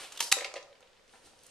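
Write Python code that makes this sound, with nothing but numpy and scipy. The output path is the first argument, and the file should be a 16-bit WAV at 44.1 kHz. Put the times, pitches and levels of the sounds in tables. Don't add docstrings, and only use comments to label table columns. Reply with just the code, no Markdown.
import sys
import numpy as np
from scipy import signal
from scipy.fft import rfft, irfft
from scipy.io import wavfile

SR = 44100
rng = np.random.default_rng(int(sys.argv[2]) if len(sys.argv) > 2 else 0)


def inscribe(sig):
    pcm = np.round(np.clip(np.atleast_2d(sig).T, -1, 1) * 32767)
    wavfile.write(sys.argv[1], SR, pcm.astype(np.int16))


N = 66150
RADIATE_HZ = 370
SHARP_RISE_S = 0.00081
PAPER_SPREAD_DB = 4


def amp(db):
    return 10 ** (np.asarray(db) / 20)


def unit(x):
    return x / np.sqrt(np.mean(x ** 2) + 1e-20)


def read(points, hz):
    f, value = np.transpose(points)
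    return np.interp(np.log(hz + 1), np.log(f + 1), value)


def bins(size=4096):
    return np.fft.rfftfreq(size, 1 / SR)


def add(mix, s, sound):
    part = mix[..., max(round(s * SR), 0):][..., :sound.shape[-1]]
    part += sound[..., :part.shape[-1]]


def no_bass(x, hz, order=4):
    return signal.sosfilt(signal.butter(order, hz, "high", fs=SR, output="sos"), x)


def colour(x, db):
    log_gain = np.log(amp(np.r_[db, db[-2:0:-1]]))
    spectrum = np.exp(np.conj(signal.hilbert(log_gain)))
    taps = np.fft.ifft(spectrum).real[:len(db)]
    return signal.fftconvolve(x, taps[None] / np.linalg.norm(taps), axes=1)


def uneven_noise(size, spread_db, most):
    draw = np.minimum(rng.exponential(1, (2, size)), most)
    return rng.standard_normal((2, size)) * amp(spread_db * draw)


def fibres(size):
    snaps_per_s, spread_db = 13000, -0.5
    happens = rng.random((2, size)) < snaps_per_s / SR
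    return unit(uneven_noise(size, spread_db, 3) * happens)


def stroke(levels, shape):
    s, db = np.transpose(levels)
    gain = amp(np.interp(np.arange(N) / SR, s, db))
    return colour(fibres(N) * gain, read(shape, bins()))[:, :N]


def burst(length, rise_s, fade_s, db, spread_db=0, size=2048):
    t = np.arange(size) / SR
    envelope = np.minimum(t / rise_s, 1) * np.exp(-np.maximum(t - length, 0) / fade_s)
    x = uneven_noise(size, spread_db, 4) * envelope
    energy_match = np.linalg.norm(envelope) / np.linalg.norm(x, axis=1, keepdims=True)
    return amp(db) * x * energy_match


def bursts(rows, shape, rise_s, fade_s, peak_db, octaves, spread_db=0):
    out = np.zeros((2, N))
    for s, length, db, hz in rows:
        distance = np.log2((bins() + 1) / hz) / octaves
        peak = peak_db * np.exp(-.5 * distance ** 2)
        snap = burst(length, rise_s, fade_s, db, spread_db)
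        add(out, s, colour(snap, read(shape, bins()) + peak))
    return out


def ring(modes):
    t = np.arange(SR // 2) / SR
    sines = sum(amp(db - 60 * t / t60) * np.sin(2 * np.pi * hz * t) for hz, db, t60 in modes)
    return no_bass(sines, RADIATE_HZ)


def hush():
    # (frequency [Hz], level [dB])
    hush_colour = [(10, 4), (25, 6), (60, -4.5), (150, -4.5), (350, -5), (520, 6), (680, -4.5),
                   (1500, -5.5), (4000, -9), (8000, -17.5), (14000, -33.5)]
    level_db, side_db = -65.5, -4.5
    noise = rng.standard_normal((2, N + SR))
    mid, side = amp(level_db) * colour(noise, read(hush_colour, bins()))[:, SR:SR + N]
    return np.array([mid + amp(side_db) * side, mid - amp(side_db) * side])


def crunch():
    # (time [s], level [dB])
    shear = [(0, -45), (.045, -46), (.1, -56.5), (.15, -53), (.2, -52), (.218, -42.5), (.24, -53),
             (.262, -48.5), (.283, -52), (.3, -72), (.33, -86)]
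    # (frequency [Hz], level [dB])
    crunch_colour = [(100, -18), (300, -6), (550, 2), (1500, -1), (3000, 3), (5000, -2.5), (6500, -6),
                     (9000, -4), (12000, -15), (14500, -26.5)]
    return stroke(shear, crunch_colour)


def cracks():
    # (time [s], length [s], level [dB], brightest frequency [Hz])
    crack_rows = [(.1212, 0.0047, -45, 7260), (.158, 0.0045, -53.5, 3020), (.1743, 0.0018, -36.5, 3150),
                  (.1922, 0.0034, -41.5, 3350), (.203, 0.0069, -29, 5570), (.2054, 0.00058, -21.5, 3100),
                  (.2253, 0.0014, -30.5, 6800), (.3152, 0.0012, -26.5, 4025), (.3175, 0.0049, -21.5, 5900)]
    # (frequency [Hz], level [dB])
    crack_colour = [(80, -33), (400, -10.5), (950, -5), (1400, -6.5), (2300, -5.5), (3300, 1), (4500, -3),
                    (7000, -3.5), (10000, -6.5), (13000, -14), (15000, -19)]
    return bursts(crack_rows, crack_colour, rise_s=0.00057, fade_s=0.0034, peak_db=6, octaves=0.28)


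def scrape():
    # (time [s], level [dB])
    scrape_levels = [(.2, -67.5), (.215, -41.5), (.24, -37), (.257, -43), (.263, -47), (.27, -42),
                     (.28, -43), (.296, -48.5), (.315, -83)]
    # (frequency [Hz], level [dB])
    scrape_colour = [(500, -39), (3500, -17), (5100, -2), (6500, -10.5), (10000, -10.5), (14000, -23.5)]
    return stroke(scrape_levels, scrape_colour)


def short_rings():
    # (time [s], pitch [Hz], level [dB], t60 [s])
    ring_rows = [(0.2045, 938, -27, 0.049), (0.2066, 1134, -34, 0.025), (0.3223, 1960, -7, .011),
                 (0.3245, 2620, -11, 0.011)]
    rise_s = 0.002
    out = np.zeros((2, N))
    t = np.arange(SR // 2) / SR
    for s, hz, db, t60 in ring_rows:
        add(out[0], s, ring([(hz, db, t60)]) * np.minimum(t / rise_s, 1))
    return out


def clack():
    # (frequency [Hz], level [dB])
    clack_colour = [(40, -22), (450, -16), (800, -8.5), (1200, 0.5), (1500, -3), (2600, 4), (3200, -2.5),
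                    (3900, 6.5), (4700, -1), (6300, -3.5), (7400, 1.5), (8900, -5.5), (10200, 1),
                    (12000, -7.5), (14500, -37)]
    # (frequency [Hz], level [dB], t60 [s])
    blades = [(790, 3, .09), (1200, -5, .05), (2010, -1, .1), (2692, -2, .08), (3801, -7, .2),
              (3942, 1, .06), (5188, -3, .07), (5578, -3, .07), (6965, -4, .07), (7605, -5, .11),
              (8317, -10, .12), (9625, -6, .1)]
    shut_s, ring_db = .3241, -35.5
    push_width_s, push_db, push_side_db = 0.00013, -31.5, -4
    out = np.zeros((2, N))
    snap = burst(0.0025, SHARP_RISE_S, fade_s=0.00054, db=-11.8)
    add(out, shut_s, colour(snap, read(clack_colour, bins())))
    add(out[0], shut_s, amp(ring_db) * ring(blades))
    t = np.arange(SR // 2) / SR
    push = t / push_width_s * np.exp(1 - t / push_width_s)
    add(out, shut_s, amp(push_db) * np.array([push, -amp(push_side_db) * push]))
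    return out


def knocks():
    # (time [s], level [dB], pitch [Hz], rise [s])
    knock_rows = [(.3675, -30, 575, 0.00074), (.3745, -29.5, 485.5, 0.0051), (.406, -42, 535, 0.0018),
                  (.4145, -29.5, 560, 0.0041), (.4485, -30.5, 557, 0.0052), (.478, -42.5, 494, .003),
                  (.5392, -35.5, 589, 0.00042), (.5555, -37.5, 548, 0.0037), (.5615, -30.5, 566.4, 0.0031),
                  (.6262, -47, 595, 0.00096), (.8262, -52.5, 551, .002), (1.311, -56, 585, .002)]
    # (frequency [Hz], level [dB], t60 [s])
    platter_modes = [(367, -14, 0.071), (489.6, -20, 0.12), (533, -31.5, 0.11), (658, -22.5, 0.085),
                     (767, -12.5, 0.092), (1005, -18.5, 0.12), (1247, -13, 0.055)]
    knock_t60_s = .052
    out, platter = np.zeros((2, N)), ring(platter_modes)
    t = np.arange(len(platter)) / SR
    for s, db, hz, rise_s in knock_rows:
        hollow = ring([(hz, 0, knock_t60_s)])
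        add(out[0], s, amp(db) * np.minimum(t / rise_s, 1) * (hollow + platter))
    return no_bass(out, RADIATE_HZ)


def scuffs():
    # (time [s], length [s], level [dB], brightest frequency [Hz])
    scuff_rows = [(.376, 0.00085, -39, 5040), (.384, 0.0012, -34.5, 5800), (.387, .001, -34, 2000),
                  (.4063, 0.0014, -34, 2350), (.41, 0.0024, -39, 3160), (.422, 0.0025, -38.5, 2180),
                  (.4442, 0.0032, -31.5, 2100), (.446, 0.00072, -33.5, 4770), (.4502, 0.00146, -34.5, 2770),
                  (.4535, 0.0007, -47, 3400), (.459, 0.0023, -39.5, 2960), (.47, 0.0033, -52, 2600),
                  (.5157, 0.0025, -48.5, 2630), (.5393, 0.0019, -39, 7150), (.556, 0.0032, -43, 2210),
                  (.5607, 0.0037, -42.5, 2700), (.5675, .001, -37.5, 2400), (.573, 0.0085, -48.5, 2430),
                  (.6093, 0.00057, -51, 2330), (.627, .001, -49.5, 5580)]
    # (frequency [Hz], level [dB])
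    scuff_colour = [(80, -39), (250, -17), (550, -5.5), (900, 1.5), (1250, 6.5), (1500, 1.5), (2000, 8),
                    (3000, 2), (5000, 3), (9000, -10.5), (14000, -27)]
    return bursts(scuff_rows, scuff_colour, SHARP_RISE_S, fade_s=0.0023, peak_db=7.5, octaves=0.42,
                  spread_db=PAPER_SPREAD_DB)


def ticks():
    # (time [s], length [s], level [dB], brightest frequency [Hz])
    tick_rows = [(.728, 0.0019, -56.5, 3030), (.7525, 0.0023, -58, 3260), (.757, .002, -67, 3470),
                 (.8052, 0.0024, -60.5, 7880), (.8262, 0.0017, -54.5, 3250), (.8305, 0.0016, -58, 2730),
                 (.872, 0.003, -60, 3480), (.931, 0.0012, -60.5, 3450), (.9655, .003, -64, 3060),
                 (.973, .001, -60, 3000), (.995, 0.0016, -64.5, 2510), (1.078, 0.0015, -63.5, 6800),
                 (1.0935, .0015, -58, 2950), (1.137, 0.0028, -57, 1500), (1.1555, 0.0012, -55, 1800),
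                 (1.39, 0.0013, -56.5, 6130), (1.434, 0.0018, -55, 10300), (1.4645, .0035, -52.5, 9500)]
    # (frequency [Hz], level [dB])
    tick_colour = [(100, -9), (550, -8), (1000, 14.5), (4000, 3.5), (9000, -3.5), (14000, -13)]
    return bursts(tick_rows, tick_colour, SHARP_RISE_S, fade_s=.0015, peak_db=26.5, octaves=0.84,
                  spread_db=PAPER_SPREAD_DB)


def nudges():
    # (time [s], level [dB])
    nudge_rows = [(.8055, -59.5), (1.136, -58), (1.145, -56.5), (1.157, -59), (1.272, -59.5),
                  (1.334, -59.5)]
    # (frequency [Hz], level [dB], t60 [s])
    board_modes = [(510, -6.5, 0.071), (811, -1.5, 0.037), (935, 0.5, 0.035), (1365, -4, 0.067),
                   (1766, -5, .03)]
    out, board = np.zeros((2, N)), ring(board_modes)
    for s, db in nudge_rows:
        add(out[0], s, amp(db) * board)
    return out


def slide():
    # (time [s], level [dB])
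    slide_levels = [(1.04, -88), (1.09, -71), (1.155, -64), (1.215, -72), (1.265, -58), (1.31, -71),
                    (1.37, -70.5), (1.44, -65), (1.5, -63.5)]
    # (frequency [Hz], level [dB])
    steel_colour = [(60, 5.5), (250, 3), (1000, -10.5), (3000, 0.5), (5000, -0.5), (7800, -3.5),
                    (8800, 1.5), (10000, -5.5), (14000, -22.5)]
    return stroke(slide_levels, steel_colour)


def microphones(x):
    # (frequency [Hz], level [dB])
    width = [(60, -3), (200, -4.5), (500, -24), (1500, -30.5), (4000, -15.5), (7000, -7.5), (11000, -6.5)]
    # (frequency [Hz], level [dB])
    lean = [(500, -0.5), (4000, 1), (7500, -3.5), (12000, 0.5)]
    # (frequency [Hz], phase [rad])
    lead = [(1500, 0), (4500, 0.28), (7500, 1.5), (9000, 1.15), (12000, 1.5)]
    hz = bins(size=2 * N)
    mid, side = rfft(x, 2 * N)
    side = side * amp(read(width, hz))
    tilt = amp(read(lean, hz) / 2) * np.exp(.5j * read(lead, hz))
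    return irfft([(mid + side) * tilt, (mid - side) / tilt])[:, :N]


def room(x, gap_s=0.00067, alike_hz=1500, size=256):
    # (frequency [Hz], t60 [s])
    decay = [(100, 0.23), (500, 0.85), (2000, 0.33), (4500, 0.36), (8000, 0.37), (14000, 0.18)]
    hz, t, z = signal.stft(rng.standard_normal((2, SR)), SR, nperseg=size)
    mid, side = z * amp(-60 * t / read(decay, hz)[:, None])
    turn = np.pi / 4 * (1 - np.exp(-hz[:, None] / alike_hz))
    common, apart = mid * np.cos(turn), side * np.sin(turn)
    tail = signal.istft(np.array([common + apart, common - apart]), SR, nperseg=size)[1]
    tail = tail * np.minimum(np.arange(tail.shape[1]) / SR / gap_s, 1)
    send = no_bass(x, 240, order=2)
    return signal.fftconvolve(send[None], tail / np.linalg.norm(tail[0]), axes=1)[:, :N]


def scene():
    tone = hush()
    cut = crunch() + cracks() + scrape() + short_rings() + clack()
    knock, scuff = knocks(), scuffs()
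    handling = ticks() + nudges() + slide()
    cut_db, aside_db, knock_db, scuff_db, handling_db = -11.5, -10.5, -10.5, -4.5, -2.5
    send = amp(cut_db) * cut[0] + amp(knock_db) * knock[0]
    send += amp(scuff_db) * scuff[0] + amp(handling_db) * handling[0]
    aside = amp(aside_db) * cut[1]
    near = microphones(cut + knock + scuff + handling)
    return near + room(send) + room(aside) + tone


def record(dry):
    ceiling, edge_hz = .68, 14300
    rounded = dry / (1 + (dry / ceiling) ** 6) ** (1 / 6)
    low_pass = signal.firwin(201, edge_hz, window=("kaiser", 8), fs=SR)
    return signal.oaconvolve(rounded, low_pass[None], "same")


dry = scene()
out = record(dry)
inscribe(out)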